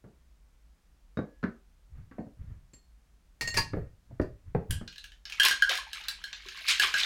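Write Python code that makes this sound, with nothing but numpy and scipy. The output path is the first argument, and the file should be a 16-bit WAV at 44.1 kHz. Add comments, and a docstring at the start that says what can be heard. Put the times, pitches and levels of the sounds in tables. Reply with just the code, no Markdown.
"""Cocktail shaken at a wooden table

In a small room a glass is set down; a steel tin is picked up, clinks over a mixing glass and is slapped tight.
The shaker is turned over, ice tumbles onto the tin's ringing base, and it is shaken hard.
Blows are decaying noise bursts, glass and steel are decaying sines, the ice mass is a stream of tiny
contacts, and the table's sway and the background are coloured noise.
"""
import sys
import numpy as np
from scipy import signal
from scipy.fft import rfft, irfft, next_fast_len
from scipy.io import wavfile
from scipy.ndimage import uniform_filter1d

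SR = 44100
rng = np.random.default_rng(int(sys.argv[2]) if len(sys.argv) > 2 else 0)


def unload_audio(sound):
    """Save the sound as a 16-bit wav file, at the path given as the first command line argument."""
    columns = np.transpose(np.atleast_2d(sound))
    # keep every value between -1 and 1, then stretch to whole-number steps
    steps = np.round(np.clip(columns, -1, 1) * 32767)
    wavfile.write(sys.argv[1], SR, steps.astype(np.int16))


N = 310905
HIT_T_S = np.arange(SR * 2 // 5) / SR  # time axis of one hit


def amp(db):
    """Decibels to gain, floored at -400 dB."""
    return np.exp(np.maximum(db, -400) * np.log(10) / 20)


def unit(x):
    """Scale x to rms 1."""
    return x / np.sqrt(np.mean(x ** 2) + 1e-20)


def crest(x):
    """Scale x so that its loudest 4 ms have rms 1."""
    power = uniform_filter1d(x ** 2, size=176)
    return x / np.sqrt(power.max() + 1e-20)


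def along(points, hz):
    """Interpolate (hz, value) points on a log frequency axis."""
    point_hz, value = np.transpose(points)
    return np.interp(np.log(hz + 1), np.log(point_hz), value)


def add(track, start_s, x):
    """Mix x into the track at start_s."""
    part = track[max(round(start_s * SR), 0):][:len(x)]
    part += x[:len(part)]


def colour(x, spectrum, size=4096):
    """Filter x with the minimum-phase response of this spectrum."""
    gain = amp(along(spectrum, np.fft.rfftfreq(size, 1 / SR)))
    cepstrum = irfft(np.log(gain))
    # fold the cepstrum: causal, minimum phase
    cepstrum[1:size // 2] *= 2
    cepstrum[size // 2 + 1:] = 0
    response = irfft(np.exp(rfft(cepstrum)))
    return signal.fftconvolve(x, response)[:len(x)]


def noise(spectrum):
    """Steady coloured noise at rms 1."""
    return unit(colour(rng.standard_normal(N), spectrum))


def burst(spectrum, t60_s):
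    """Blow on many close modes: coloured noise that dies fast."""
    decaying = rng.standard_normal(len(HIT_T_S)) * amp(-60 * HIT_T_S / t60_s)
    return crest(colour(decaying, spectrum))


STRIKE_SCATTER_DB = 1.5  # standard deviation of each mode's strength


def ring(modes, weight_db=0, detune=0, split=0.024):
    """Modes of alternating sign, struck at new strengths; a tin is never quite round, so each has a beating twin."""
    hz, level_db, t60_s = np.transpose(modes)
    level_db = level_db + weight_db + STRIKE_SCATTER_DB * rng.standard_normal(len(hz))
    hz = hz * (1 + detune * rng.standard_normal())
    twin_hz = hz * (1 + split * rng.standard_normal(len(hz)))
    t = HIT_T_S[:, None]
    waves = np.sin(2 * np.pi * hz * t) + .5 * np.sin(2 * np.pi * twin_hz * t)
    signs = (-1.) ** np.arange(len(hz))
    return crest((waves * amp(level_db - 60 * t / t60_s)) @ signs)


# reverberation of the room: hz, t60_s
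ROOM_T60 = [(100, 0.19), (400, 0.28), (1500, 0.25), (4000, 0.26), (8000, 0.25), (16000, 0.095)]


def in_room(x, wet_db):
    """Add a diffuse tail, new for each call, whose decay time depends on frequency."""
    hz, t, z = signal.stft(rng.standard_normal(len(HIT_T_S)), SR, nperseg=256)
    decayed = z * amp(-60 * t / along(ROOM_T60, hz)[:, None])
    tail = signal.istft(decayed, SR, nperseg=256)[1][:len(HIT_T_S)]
    tail *= 1 - np.exp(-HIT_T_S / 0.0032)
    wet = signal.fftconvolve(x, tail / np.linalg.norm(tail))[:len(x)]
    return x + amp(wet_db) * wet


def swell(start_s, rise_s, t60_s):
    """Gain with a Gaussian rise to 1 at start_s, then an exponential decay."""
    t = np.arange(N) / SR - start_s
    rise_db = -10 / np.log(10) * (t / rise_s) ** 2
    return amp(np.where(t < 0, rise_db, -60 * t / t60_s))


def favour(hz, pitch_hz, lift_db=9, octaves=0.19):
    """Extra dB that a contact gives to frequencies near its pitch."""
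    return lift_db * np.exp(-(np.log2(hz / pitch_hz) / octaves) ** 2)


def pitched(spectrum, pitch_hz):
    """The spectrum with a resonance at the contact's pitch."""
    hz = np.geomspace(150, 16000, 80)
    return np.column_stack([hz, along(spectrum, hz) + favour(hz, pitch_hz)])


# low rumble of the room: hz, relative_db
RUMBLE_SPECTRUM = [(20, -14), (42, 4), (60, 3), (85, -18), (170, -21), (300, -29), (1000, -65)]
# hiss: hz, relative_db
HISS_SPECTRUM = [(100, -20), (170, -3), (250, -13.5), (600, -15), (1700, -18), (3500, -22.5), (6500, -24),
                 (16000, -32.5)]
RUMBLE_DB, HISS_DB = -60, -74  # rms


def background():
    """Faint hiss over the low rumble of the room, both steady coloured noise."""
    return amp(RUMBLE_DB) * noise(RUMBLE_SPECTRUM) + amp(HISS_DB) * noise(HISS_SPECTRUM)


# thud of the table top: hz, relative_db
THUD_SPECTRUM = [(35, -28), (80, 0), (140, 3), (240, 2.5), (400, -4), (700, -11.5), (950, -21.5),
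                 (2000, -71.5)]
# rap of a harder contact: hz, relative_db
RAP_SPECTRUM = [(300, -19), (750, -14), (1150, 2.5), (1600, 3), (2100, -6), (3000, -23.5), (6000, -49.5)]
# tick of a harder contact: hz, relative_db
TICK_SPECTRUM = [(1500, -22), (3000, 0), (4200, 0.5), (7200, -7.5), (9000, -32.5), (16000, -25)]
TICK_HZ, TICK_DB, TICK_GROWTH_DB_PER_DB = 4250, -17, 1.45  # tick re thud at hardness 0; growth with hardness


def knock(hardness_db, t60_s):
    """One blow on the table top; a harder contact adds more rap and tick to the thud."""
    thud = burst(THUD_SPECTRUM, t60_s)
    rap = amp(hardness_db) * burst(RAP_SPECTRUM, t60_s * 0.63)
    tick_db = TICK_DB + TICK_GROWTH_DB_PER_DB * hardness_db
    tick = amp(tick_db) * burst(pitched(TICK_SPECTRUM, TICK_HZ), t60_s * 0.34)
    return crest(in_room(thud + rap + tick, wet_db=-6))


# glass, tin and fingers on the table: start_s, level_db, hardness_db (rap re thud), t60_s (thud)
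TABLE_KNOCKS = [(.04, -48, -16.5, .22), (1.1718, -26.5, -11, 0.066), (1.189, -25.5, -15, 0.089),
                (1.429, -32.5, -6.5, 0.19), (1.438, -24, -8, 0.066), (2.112, -46, -9, 0.2),
                (2.183, -31.5, -24.5, 0.13), (2.266, -43, -26, 0.066), (2.732, -53, -22, .09),
                (3.571, -34.5, -9.5, .045), (3.734, -26.5, -13.5, 0.087), (3.769, -29, -21, 0.072),
                (4.111, -49.5, -31, .05), (4.811, -36.5, -14.5, 0.13)]
# palm slaps the tin tight: start_s, level_db, hardness_db (rap re thud)
PALM_SLAPS = [(4.198, -19.5, -16), (4.549, -20.5, -18)]
SLAP_T60_S = 0.047  # damped by the palm


def knocks():
    """Knocks and palm slaps sound the wooden table top."""
    out = np.zeros(N)
    for start_s, level_db, hardness_db, t60_s in TABLE_KNOCKS:
        add(out, start_s, amp(level_db) * knock(hardness_db, t60_s))
    for start_s, level_db, hardness_db in PALM_SLAPS:
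        add(out, start_s, amp(level_db) * knock(hardness_db, SLAP_T60_S))
    return out


# cocktail glass modes: hz, level_db, t60_s
GLASS_MODES = [(1680, -64.5, 1.2), (3780, -50.5, 0.16)]
SET_DOWN_S = 1.172


def cocktail_glass():
    """The glass rings in two decaying modes as it lands."""
    out = np.zeros(N)
    for hz, level_db, t60_s in GLASS_MODES:
        add(out, SET_DOWN_S, amp(level_db - 60 * HIT_T_S / t60_s) * np.sin(2 * np.pi * hz * HIT_T_S))
    return out


# arms and tin lean on the table: peak_s, level_db, rise_s
TABLE_BUMPS = [(1.99, -42, 0.042), (2.42, -43.5, 0.025), (2.52, -43, 0.033), (3.44, -38.5, 0.0084),
               (3.579, -32, .021), (3.78, -33.5, .034), (4.13, -44, 0.023), (4.476, -44.5, 0.011),
               (4.705, -27, 0.0045)]
# sway of the table: hz, relative_db
SWAY_SPECTRUM = [(20, -3.5), (45, -5.5), (85, 1.5), (135, -4), (200, -17.5), (400, -35), (800, -41.5),
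                 (1800, -40.5), (5000, -66)]
SWAY_T60_S, SLAP_RISE_S, SLAP_SWAY_DB = 0.39, 0.0028, -13.5  # slap sway re slap knock


def sway():
    """Leaning and palm slaps sway the table: low noise that swells and dies away."""
    shoves = sum(amp(level_db) * swell(peak_s, rise_s, SWAY_T60_S) for peak_s, level_db, rise_s in TABLE_BUMPS)
    for start_s, level_db, _ in PALM_SLAPS:
        shoves += amp(level_db + SLAP_SWAY_DB) * swell(start_s + SLAP_RISE_S, SLAP_RISE_S, SWAY_T60_S)
    return shoves * noise(SWAY_SPECTRUM)


# tin is lifted, its rim meets the glass:
# start_s, level_db, seated (0-1), scrape_db (re ring), lean_db_per_octave (to high modes)
RIM_CONTACTS = [(2.2, -70, 0, -12, -1), (2.735, -54.5, 0, -5, 17), (3.41, -27.5, 0, 0.5, 0.5),
                (3.475, -29, 0, -8.5, 5.5), (3.542, -32, 0, 2, -8), (3.567, -31.5, 1, -1, 2),
                (3.5722, -20.5, 1, -3.5, 4.5), (3.583, -27.5, 1, -6, -13), (4.215, -53, 1, 1, 0)]
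# tin hanging free: hz, relative_db, t60_s
FREE_TIN_MODES = [(1860, 9, 0.43), (2774, -1, 0.3), (4320, -1, 0.38), (4430, -2.5, .15), (4620, -23.5, .15),
                  (5250, -9.5, 0.078), (6550, -8.5, 0.17), (7400, -8.5, 0.24), (9475, -30, .17),
                  (11100, -32, .17)]
# tin seated on the glass: hz, relative_db, t60_s
SEATED_TIN_MODES = [(916, -2, 0.1), (1102, -2.5, .12), (1700, 1.5, 0.2), (1850, -9, .12), (2233, -8, 0.16),
                    (2752, 0, 0.11), (3200, -17, .22), (4230, -8, .15), (4300, -4.5, .17), (4750, 2, 0.14),
                    (5114, -9, 0.1), (6240, -11, 0.17), (9670, -17.5, 0.12)]
# scrape of the rim: hz, relative_db
SCRAPE_SPECTRUM = [(300, -5), (900, -8.5), (1400, -10.5), (2300, -2), (3500, -13.5), (4600, -3.5),
                   (7000, -13.5), (16000, -24.5)]


def tin():
    """The empty tin rings freely as it touches the glass, and differently once it wedges on."""
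    out = np.zeros(N)
    for start_s, level_db, seated, scrape_db, lean_db_per_octave in RIM_CONTACTS:
        modes = SEATED_TIN_MODES if seated > .5 else FREE_TIN_MODES
        octaves = np.log2(np.array(modes)[:, 0] / modes[0][0])
        clink = ring(modes, weight_db=lean_db_per_octave * octaves, split=0.011)
        scrape = amp(scrape_db) * burst(SCRAPE_SPECTRUM, t60_s=0.14)
        add(out, start_s, amp(level_db) * crest(in_room(clink + scrape, wet_db=-10.5)))
    return out


# tin wall: hz, relative_db, t60_s
WALL_MODES = [(2766, -2.5, 0.075), (3040, 3, 0.034), (3226, -2, 0.019), (3997, -2, 0.027),
              (4180, -2, 0.064), (4670, 0, 0.024), (5390, -0.5, 0.029), (6530, -2.5, 0.024),
              (7460, -16.5, 0.098)]
# tin base under liquid: hz, relative_db, t60_s
BASE_MODES = [(1428, -12, 0.04), (1541, 1, 0.024), (1663, 3.5, 0.049)]
# clack: hz, relative_db
CLACK_SPECTRUM = [(150, -41), (500, -28), (1000, -13.5), (1500, -4.5), (2200, 0.5), (3500, 1.5), (5300, -3),
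                  (7000, -7.5), (10000, -42), (16000, -36.5)]
# crack: hz, relative_db
CRACK_SPECTRUM = [(3000, -40), (6500, -5), (8000, 4), (11000, 3), (13000, -1), (16000, -2)]


def cube(level_db, pitch_hz, base_db, crack_db):
    """A cube clacks around its own pitch and rings the steel; the moving liquid shifts the modes a little."""
    # a cube that rings the base has hit steel and rings the wall too; otherwise it mostly clacks
    on_steel = 1 / (1 + amp(-(base_db + 7.5)) ** 2)
    clack = np.sqrt(1 - on_steel) * burst(pitched(CLACK_SPECTRUM, pitch_hz), t60_s=0.041)
    wall_lift_db = favour(np.array(WALL_MODES)[:, 0], pitch_hz)
    wall = np.sqrt(on_steel) * ring(WALL_MODES, weight_db=wall_lift_db, detune=0.022, split=0.025)
    base = amp(base_db - 1.5) * ring(BASE_MODES, detune=.018)
    crack = amp(crack_db) * burst(CRACK_SPECTRUM, t60_s=0.026)
    return amp(level_db) * in_room(clack + wall + base + crack, wet_db=-2.5)


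# single cubes that stand out; the first row is the tin clinking on the glass as it is lifted:
# start_s, level_db (clack and wall), pitch_hz,
# base_db (1.5 dB above the base ring re clack and wall), crack_db (re clack and wall)
CLINK_AND_CUBES = [(4.708, -33, 2880, -3, 2.5), (4.877, -41.5, 3760, -9.5, -21),
                   (4.926, -47, 2910, -16, -18), (4.959, -48.5, 3930, -6, -16),
                   (4.981, -42, 3820, -10, -14), (5.041, -41, 3030, -6, -12),
                   (5.119, -47.5, 3130, -8.5, -19), (5.2537, -39, 4940, -14, -22),
                   (5.298, -40.5, 2700, -9.5, -12.5), (5.3223, -34, 2550, -14, -19),
                   (5.3984, -17, 2960, -2, -15), (5.404, -24.5, 2970, 5, -11.5),
                   (5.4323, -19.5, 3250, -7.5, -9), (5.4504, -19.5, 5040, -13, -4),
                   (5.484, -23.5, 5300, -19, -3), (5.5109, -27, 3280, 5, -8),
                   (5.6221, -25.5, 3400, 14, -13.5), (5.6932, -24, 3500, -17, -14.5),
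                   (5.753, -30, 2360, -18, -12), (5.775, -34.5, 3800, 2.5, -7),
                   (5.9312, -35.5, 3570, -4.5, -7.5), (6.084, -28, 4400, -10.5, -6.5),
                   (6.2398, -36, 3670, 2.5, -14), (6.329, -35, 3620, -12, -28.5),
                   (6.486, -39, 2400, -5, -16), (6.685, -24, 4400, -39, -8.5), (6.797, -21.5, 3650, 3, -8),
                   (6.9406, -25.5, 2400, 4, -16), (7.032, -24, 3530, -34, -26)]


def clink_and_cubes():
    """The lifted tin clinks on the glass, then the cubes that stand out strike one by one."""
    out = np.zeros(N)
    for start_s, *blow in CLINK_AND_CUBES:
        add(out, start_s, cube(*blow))
    return out


# churn of loose ice as the shaker is turned over and swung: time_s, rattle_db (before TUMBLE_DB)
ICE_CHURN = [(5.26, -60), (5.4, -46), (5.9, -56), (5.97, -43.5), (6.1, -54), (6.3, -58), (6.5, -50),
             (6.62, -43.5), (6.9, -44.5), (7.05, -35.5)]
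# ice and drink land on one end, only the steel end booms: peak_s, rattle_db (before TUMBLE_DB), slosh_db (re rattle)
ICE_LANDINGS = [(5.461, -25.5, 2), (5.724, -35, 5.5), (6.702, -22.5, -44), (6.836, -25, -1.5),
                (6.987, -29, -23)]
CHURN_SLOSH_DB = -4  # re rattle
LANDING_RISE_S, LANDING_T60_S = .015, .185


def agitation():
    """Gains of rattle and slosh: churning that rises and falls, plus a swell for each landing."""
    churn = amp(np.interp(np.arange(N) / SR, *np.transpose(ICE_CHURN), left=-np.inf))
    landings = np.array([amp(rattle_db) * swell(peak_s, LANDING_RISE_S, LANDING_T60_S)
                         for peak_s, rattle_db, _ in ICE_LANDINGS])
    landing_slosh = amp(np.array(ICE_LANDINGS)[:, 2])
    rattle = churn + landings.sum(axis=0)
    slosh = amp(CHURN_SLOSH_DB) * churn + landing_slosh @ landings
    return rattle, slosh


def grains(rate_hz, spread_db, cycles):
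    """Tiny contacts at a changing rate, each a few cycles at its own pitch and size."""
    starts = np.flatnonzero(rng.random(N) < rate_hz / SR)
    pitch, loud, phase = rng.standard_normal((len(starts), 3)).T[:, :, None]
    hz = np.clip(3800 * np.exp(.6 * pitch), 500, 12000)
    t = HIT_T_S[:512]
    size = amp(spread_db * np.clip(loud, -2, 2))
    waves = size * np.exp(-hz * t / cycles) * np.cos(2 * np.pi * (hz * t + phase))
    places = starts[:, None] + np.arange(len(t))
    out = np.bincount(places.ravel(), waves.ravel(), N + len(t))[:N]
    return out / np.sqrt(rate_hz + 1)  # level independent of density


# air pockets in the drink: start_s, level_db (half amplitude, before TUMBLE_DB), start_pitch_hz
AIR_GLUGS = [(5.46, -42, 393), (5.698, -36.5, 524), (5.711, -32, 708), (5.785, -34.5, 1040),
             (5.868, -44.5, 846), (6.46, -48, 379)]


def glugs():
    """Air pockets sound as decaying sines; a bubble's pitch rises as it nears the surface."""
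    out = np.zeros(N)
    t = HIT_T_S
    for start_s, level_db, pitch_hz in AIR_GLUGS:
        envelope = amp(level_db - 60 * t / 0.063) * (1 - np.exp(-t / 0.0013))
        add(out, start_s, envelope * 2 * np.sin(2 * np.pi * pitch_hz * t * (1 + 2.4 * t)))
    return out


# rattle of the ice mass: hz, relative_db
RATTLE_SPECTRUM = [(600, -20.5), (1500, -7), (2200, 4.5), (3000, -0.5), (4400, 1.5), (5500, -4.5),
                   (7000, -5), (10000, -36), (16000, -55.5)]
# slosh of the drink: hz, relative_db
SLOSH_SPECTRUM = [(120, -25), (250, -12), (450, -11.5), (700, -14), (1050, -6), (1300, -5), (1480, -5.5),
                  (1660, 0), (1850, -5), (2600, -15)]
SPLINTER_DB, CLATTER_DB = -12.5, -13  # re rattle in the hardest landing
HARD_POWER = 0.26  # splinter and clatter share grows as force to this power
CLATTER_HZ = 5150  # ice on glass
TUMBLE_DB = -4.0  # gain on the whole tumble


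def tumble(rattle, slosh):
    """Ice and drink churn and hit the ends: the harder they land, the denser and brighter the contacts."""
    force = rattle / rattle.max()
    hard = rattle * force ** HARD_POWER
    contacts = grains(3000 * force ** .35, spread_db=2, cycles=3.6)
    layers = [(RATTLE_SPECTRUM, rattle),
              (SLOSH_SPECTRUM, slosh),
              (CRACK_SPECTRUM, amp(SPLINTER_DB) * hard),
              (pitched(CLACK_SPECTRUM, CLATTER_HZ), amp(CLATTER_DB) * hard)]
    out = glugs()
    for spectrum, gain in layers:
        layer = colour(contacts, spectrum)
        out += gain * layer / np.std(layer[force > .05])
    return amp(TUMBLE_DB) * in_room(out, wet_db=-7)


LOOSE_GAP_S, LOOSE_DB, LOOSE_SPREAD_DB = .03, -0.5, 3  # mean gap, level re rattle gain, scatter
LOOSE_HZ, LOOSE_OCTAVES = 3440, .3  # median pitch, scatter
LOOSE_BASE_DB, LOOSE_CRACK_DB = -12, -17  # as in CLINK_AND_CUBES


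def loose_cubes(rattle):
    """Stray cubes knock about, one at random within each short slot, as hard as the ice rattles."""
    out = np.zeros(N)
    for slot_s in np.arange(ICE_CHURN[0][0], N / SR - LOOSE_GAP_S, LOOSE_GAP_S):
        start_s = slot_s + LOOSE_GAP_S * rng.random()
        loud, pitch = np.clip(rng.standard_normal(2), -2, 2)
        level_db = LOOSE_DB + LOOSE_SPREAD_DB * loud
        pitch_hz = LOOSE_HZ * 2 ** (LOOSE_OCTAVES * pitch)
        hit = cube(level_db, pitch_hz, LOOSE_BASE_DB, LOOSE_CRACK_DB)
        add(out, start_s, rattle[int(start_s * SR)] * hit)
    return out


def scene():
    """Sum of all sources as heard from the far edge of the table, one channel."""
    rattle, slosh = agitation()
    table = knocks() + cocktail_glass() + sway()
    shaker = tin() + clink_and_cubes() + tumble(rattle, slosh) + loose_cubes(rattle)
    return (background() + table + shaker)[None]


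TOP_HZ = 16200


def record(dry):
    """Band limit: nothing passes at or above TOP_HZ."""
    size = next_fast_len(N + SR)
    passed = np.fft.rfftfreq(size, 1 / SR) < TOP_HZ
    return irfft(rfft(dry, size) * passed, size)[:, :N]


dry = scene()
out = record(dry)
unload_audio(out)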